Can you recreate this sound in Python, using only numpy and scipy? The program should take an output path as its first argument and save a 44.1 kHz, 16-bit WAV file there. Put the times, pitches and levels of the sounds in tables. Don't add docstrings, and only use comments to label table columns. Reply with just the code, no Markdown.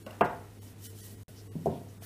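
import sys
import numpy as np
from scipy import signal
from scipy.fft import rfft, irfft
from scipy.io import wavfile
from scipy.ndimage import uniform_filter1d

SR = 44100
rng = np.random.default_rng(int(sys.argv[2]) if len(sys.argv) > 2 else 0)


def gain_from_decibels(decibels):
    exponent = np.asarray(decibels, float) / 20
    return 10 ** exponent


def store_pcm(level_fs):
    pcm = np.round(np.clip(level_fs, -1, 1) * 32767).astype(np.int16)
    wavfile.write(sys.argv[1], SR, np.atleast_2d(pcm).T)


N = 90405


def rms_one(x):
    return x / np.sqrt(np.mean(x ** 2) + 1e-20)


def drift(rate):
    pole = np.exp(-80 * np.pi * rate / SR)
    white = rng.standard_normal(N // 40 + 2002)
    slow = signal.lfilter([1], [1, -2 * pole, pole * pole], white)[2000:]
    return np.interp(np.arange(N) / 40, np.arange(len(slow)), rms_one(slow))


def resonate(x, hz, width_hz):
    r = np.exp(-np.pi * width_hz / SR)
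    poles = [1, -2 * r * np.cos(2 * np.pi * hz / SR), r * r]
    return signal.lfilter([(1 - r * r) / 2, 0, (r * r - 1) / 2], poles, x)


def narrow_noise(hz, width_hz, lead=0):
    white = rng.standard_normal(N + lead)
    return rms_one(resonate(resonate(white, hz, width_hz), hz, width_hz)[lead:])


def high_pass(x, order, cut_hz):
    return signal.sosfilt(signal.butter(order, cut_hz, "high", fs=SR, output="sos"), x)


def bands(white):
    edges = 22 * 2 ** np.arange(0, 9.6, .5)
    bank = []
    for k, (low, high) in enumerate(zip(edges, edges[1:])):
        band_pass = signal.butter(2, [low, high], "band", fs=SR, output="sos")
        bank.append((np.sqrt(low * high), signal.sosfilt(band_pass, white[k % 2])))
    return bank


def coloured(white, spectrum, patchy_db):
    hz, db = np.transpose(spectrum)
    together = drift(9.6)
    total = 0
    for centre, band in bands(white):
        flicker_db = patchy_db * (.6 * together + drift(15))
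        total = total + band * gain_from_decibels(np.interp(np.log(centre), np.log(hz), db) + flicker_db)
    return rms_one(total)


def knocks(hits, modes):
    out = np.zeros(N)
    spread_db = rng.normal(0, 1.2, (len(hits), len(modes)))
    for (s, db, cut_hz), own_db in zip(hits, spread_db):
        start = int(s * SR)
        click = np.zeros(N - start) + 1e-18
        click[0] = 1
        soft = signal.sosfilt(signal.butter(4, min(cut_hz, 18000), fs=SR, output="sos"), click)
        for k, ((hz, level_db, t60), mode_db) in enumerate(zip(modes, own_db)):
            r = gain_from_decibels(-60 / (t60 * SR))
            w = 2 * np.pi * hz / SR
            ring = signal.lfilter([0, np.sin(w)], [1, -2 * r * np.cos(w), r * r], soft)
            out[start:] += (-1) ** k * gain_from_decibels(db + level_db + mode_db) * ring
    return out


def fridge():
    # multiple of the hum, level/dB
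    hum_upper = [(2.0, -65.5), (2.4, -68.5), (4.0, -69.5), (4.4, -67)]
    # f/Hz, density/(dB per Hz)
    air = [(15, -55), (32, -7.5), (113, -5), (359, -8), (433, -15.5), (1020, -23.5), (1380, -26),
           (2360, -27), (15500, -45.5)]
    hum_hz, hum_width_hz = 100.9, 22
    t = np.arange(N) / SR
    steady_level = gain_from_decibels(-51.5 + 1.2 * drift(4.6))
    out = steady_level * np.sqrt(2) * np.sin(2 * np.pi * hum_hz * t)
    for multiple, db in [(0.97, -60)] + hum_upper:
        out = out + gain_from_decibels(db) * narrow_noise(multiple * hum_hz, hum_width_hz, SR)
    return out + gain_from_decibels(-54.5) * coloured(rng.standard_normal((2, N)), air, 0.34)


def film():
    # t/s, level/dB
    rub = [(.2, -63.5), (0.599, -66.5), (.63, -58), (.71, -60), (.75, -70), (.8, -63.5), (0.858, -47),
           (0.93, -61.5), (.99, -55), (1.06, -51), (1.146, -60), (1.171, -65), (1.3, -61), (1.42, -63.5),
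           (1.52, -65), (1.7, -63.5), (2.008, -67), (2.029, -53)]
    # f/Hz, density/(dB per Hz)
    rustle_colour = [(710, -62), (1200, -49), (1900, -3), (2230, -40), (3010, -11.5), (3650, -10.5),
                     (7810, -7.5), (15500, -9)]
    # f/Hz, width/Hz, level under the rustle/dB
    squeaks = [(1908, 52, -18.5), (3010, 63, -17), (5570, 22, -20.5), (8010, 94, -17.5), (9050, 240, -16.5),
               (10900, 130, -22), (12300, 210, -16.5)]
    grains_per_s, grain_spread_db = 6500, 0.5
    sizes = gain_from_decibels(grain_spread_db * np.minimum(rng.exponential(1, (2, N)), 5))
    sizes = sizes * rng.choice([-1, 1], (2, N))
    slips = sizes * (rng.random((2, N)) < grains_per_s / SR)
    rustle = coloured(slips, rustle_colour, .8)
    for hz, width_hz, level_db in squeaks:
        rustle = rustle + gain_from_decibels(level_db + 2.26 * drift(26)) * narrow_noise(hz, width_hz)
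    s, db = np.transpose(rub)
    return gain_from_decibels(np.interp(np.arange(N) / SR, s, db)) * rustle


def tails():
    # t/s, level/dB, t60/s, centre f/Hz, width/octaves
    room_tails = [
        (0.062, -57, 1, 656, 1.9),
        (0.208, -32.5, 0.44, 780, 1.21),
        (0.223, -35.5, 0.34, 94, 0.83),
        (0.214, -40, 0.14, 250, 1.13),
        (1.558, -44, 0.3, 272, 0.86),
        (1.658, -37, 0.49, 450, 0.88),
    ]
    # f/Hz, width/Hz, level/dB
    sympathy = [(158, 8.9, 13), (213, 43, 16), (369, 43, -6), (509, 2.4, -1.5), (702, 38, 3.5),
                (875, 7.6, -10), (954, 15, -13), (1458, 11, 0.5)]
    treble_db, skirt_db, rise_s = -42, 10, 0.0027
    t, out = np.arange(N) / SR, 0
    for f, band in bands(rng.standard_normal((2, N))):
        for s, db, t60, hz, octaves in room_tails:
            age = np.maximum(t - s, 0)
            colour = gain_from_decibels(-skirt_db * (np.log2(f / hz) / octaves) ** 2) + gain_from_decibels(treble_db) * (f > hz)
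            band_t60 = t60 * (f / hz) ** -.12
            decay = gain_from_decibels(db + 18.0 - 60 * age / band_t60)
            out = out + band * colour * decay * (1 - np.exp(-age / rise_s))
    out = high_pass(out, 4, 50)
    return out + sum(gain_from_decibels(db) * resonate(out, hz, width_hz) for hz, width_hz, db in sympathy)


def cracks():
    # t/s, level/dB, t60/s
    bursts = [
        (0.064, -51.5, 0.04),
        (0.109, -51, 0.032),
        (0.2103, -46, 0.094),
        (0.242, -50.5, 0.096),
        (0.843, -40, 0.0043),
        (1.656, -51.5, 0.095),
    ]
    t = np.arange(N) / SR
    hiss = rms_one(high_pass(rng.standard_normal(N), 2, 2730))
    return hiss * sum(gain_from_decibels(db - 60 * np.maximum(t - s, 0) / t60) * (t >= s) for s, db, t60 in bursts)


def end_ticks():
    # t/s, level/dB, contact cut f/Hz
    taps = [
        (.0645, -40, 5000),
        (.068, -36, 1240),
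        (.077, -49, 1500),
        (.082, -52, 1210),
        (.108, -44.5, 9000),
        (.131, -50, 6000),
        (1.289, -53, 2000),
    ]
    # f/Hz, level/dB, t60/s
    tick_modes = [(226, -7, 0.076), (526, -2, 0.045), (631, 0, 0.083), (1105, -13.5, 0.099),
                  (1485, -11, 0.11), (2800, -0.5, 0.023), (5140, -7, 0.0097)]
    return knocks(taps, tick_modes)


def board_drop():
    # t/s, level/dB, contact cut f/Hz
    impacts = [
        (.2093, -25.5, 4800),
        (.2100, -21, 1500),
        (.2140, -27, 1400),
        (.2238, -26, 2010),
    ]
    # f/Hz, level/dB, t60/s
    board_modes = [(239, -16, 0.12), (301, -15, 0.17), (392.4, -1, 0.204), (490, -13.5, 0.38),
                   (646, -17, .4), (691, -18, 0.28), (817, -9, 0.093), (946, -10.5, 0.042),
                   (890, -6.5, 0.057), (1205, 1, 0.028), (1427, -16, 0.39), (1608, -9.5, 0.25),
                   (874.4, -11, 0.41), (2710, -3.5, 0.034)]
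    return knocks(impacts, board_modes)


def tube_claps():
    # t/s, level/dB, contact cut f/Hz
    claps = [
        (.2096, -23, 4020),
        (.2124, -18, 1330),
        (1.658, -27, 860),
        (1.667, -21, 850),
        (.328, -53, 1170),
        (1.725, -37, 790),
        (1.815, -46, 800),
        (1.871, -53.5, 900),
        (2.0215, -48.5, 5040),
        (2.032, -63, 2540),
    ]
    # f/Hz, level/dB, t60/s
    tube_modes = [(450, 0, 0.017), (687, 4.5, 0.032), (1030, -1, 0.006), (1400, -18, 0.0084),
                  (2415, -5, 0.028), (3135, -13.5, 0.028)]
    return knocks(claps, tube_modes)


def board_bounce():
    # t/s, level/dB, contact cut f/Hz
    rebound = [
        (.326, -37.5, 1500),
    ]
    # f/Hz, level/dB, t60/s
    bounce_modes = [(680, 0.5, .12), (925, -5.5, 0.093), (492, -5.5, 0.32), (692, -8.5, 0.28),
                    (400, -12.5, 0.42), (1097, -15.5, 0.39), (1604, -9, 0.12)]
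    return knocks(rebound, bounce_modes)


def brushes():
    # t/s, length/s
    strokes = [
        (1.358, .065),
        (.67, .02),
        (1.685, .12),
        (2.02, .1),
        (1.87, .05),
        (.625, .02),
    ]
    # f/Hz, width/share of f, level/dB
    stroke_sounds = [(5030, 0.39, -59), (5200, 0.32, -63), (3060, 0.51, -64), (1500, 0.6, -56.5),
                     (6000, 0.47, -67), (850, 0.18, -64)]
    t, out = np.arange(N) / SR, 0
    for (s, length), (hz, share, db) in zip(strokes, stroke_sounds):
        shape = np.sin(np.pi * np.clip((t - s) / length, 0, 1)) ** .5
        out = out + gain_from_decibels(db) * shape * narrow_noise(hz, hz * share)
    return out


def soft_settle():
    # t/s, level/dB, contact cut f/Hz
    touches = [
        (1.5538, -31, 560),
        (1.632, -42, 400),
    ]
    # f/Hz, level/dB, t60/s
    cloth_modes = [(161, -1, 0.43), (420, -15, 0.15), (242, -3, .3), (960, -6, .05), (270, -7, 0.025),
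                   (620, -30, .1), (330, -24, .2)]
    return knocks(touches, cloth_modes)


def table_lay():
    # t/s, level/dB, contact cut f/Hz
    contacts = [
        (1.658, -30.5, 900),
        (1.6708, -30, 625),
        (1.681, -34, 616),
        (1.70, -42, 700),
    ]
    # f/Hz, level/dB, t60/s
    table_modes = [(84.3, -12, 0.32), (135.5, -9.5, 0.6), (159.6, -7, 0.35), (184, -13.5, 0.99),
                   (224.9, -8, 0.38), (574, -16, .25), (390.6, 2.5, 0.09), (740, -19, 0.11),
                   (505, -3, 0.028), (700, -1, 0.054), (673, -19, 0.52), (900, -23, 0.025),
                   (930, -17, 0.48)]
    return knocks(contacts, table_modes)


def thin_treble(x):
    # t/s, lowest f/Hz, share of lines kept, depth (above 1 also lasts longer)
    thinned = [
        (.047, 1700, .05, 1.1),
        (.231, 3400, .015, 1.1),
        (.28, 3300, .1, .7),
        (.605, 600, .05, .75),
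        (.885, 600, .07, .75),
        (1.022, 600, .07, .7),
        (1.165, 800, .07, .65),
        (1.498, 900, .04, 1.4),
        (1.997, 1900, .06, .85),
    ]
    kept_boost_db, deepest_loss = 3, .995
    out = x.copy()
    for s, from_hz, share, depth in thinned:
        size = 2 * int(.04 * max(depth, 1) * SR / 2)
        i = int(s * SR) - size // 2
        hz = np.arange(size // 2 + 1) * SR / size
        lines = rfft(x[i:i + size] * signal.windows.tukey(size, .7))
        height = np.abs(lines) / uniform_filter1d(np.abs(lines), size=61)
        weak = height < np.quantile(height, np.clip(1 - share, 0, 1))
        loss = np.where(weak, np.clip(depth, 0, deepest_loss), 1 - gain_from_decibels(kept_boost_db))
        out[i:i + size] -= irfft(lines * (hz > from_hz) * loss, size)
    return out


def scene():
    hits = end_ticks() + board_drop() + tube_claps() + board_bounce() + soft_settle() + table_lay()
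    hits = high_pass(hits, 2, 64)
    return (fridge() + film() + tails() + cracks() + hits + brushes())[None]


def roll_off(x):
    return signal.sosfilt(signal.butter(12, 16100, fs=SR, output="sos"), x)


def record(dry):
    silence_from, silence_to, silence_db = 1.2337, 1.2812, -36
    t = np.arange(N) / SR
    fading = gain_from_decibels(silence_db - 380 * np.maximum(t - silence_from, 0))
    gate = np.where((t > silence_from) & (t < silence_to), fading, 1)
    x = thin_treble(dry[0])[None] * gate
    x = signal.sosfilt(signal.cheby2(22, 60, 15720, fs=SR, output="sos"), x)
    return roll_off(x)


dry = scene()
out = record(dry)
store_pcm(out)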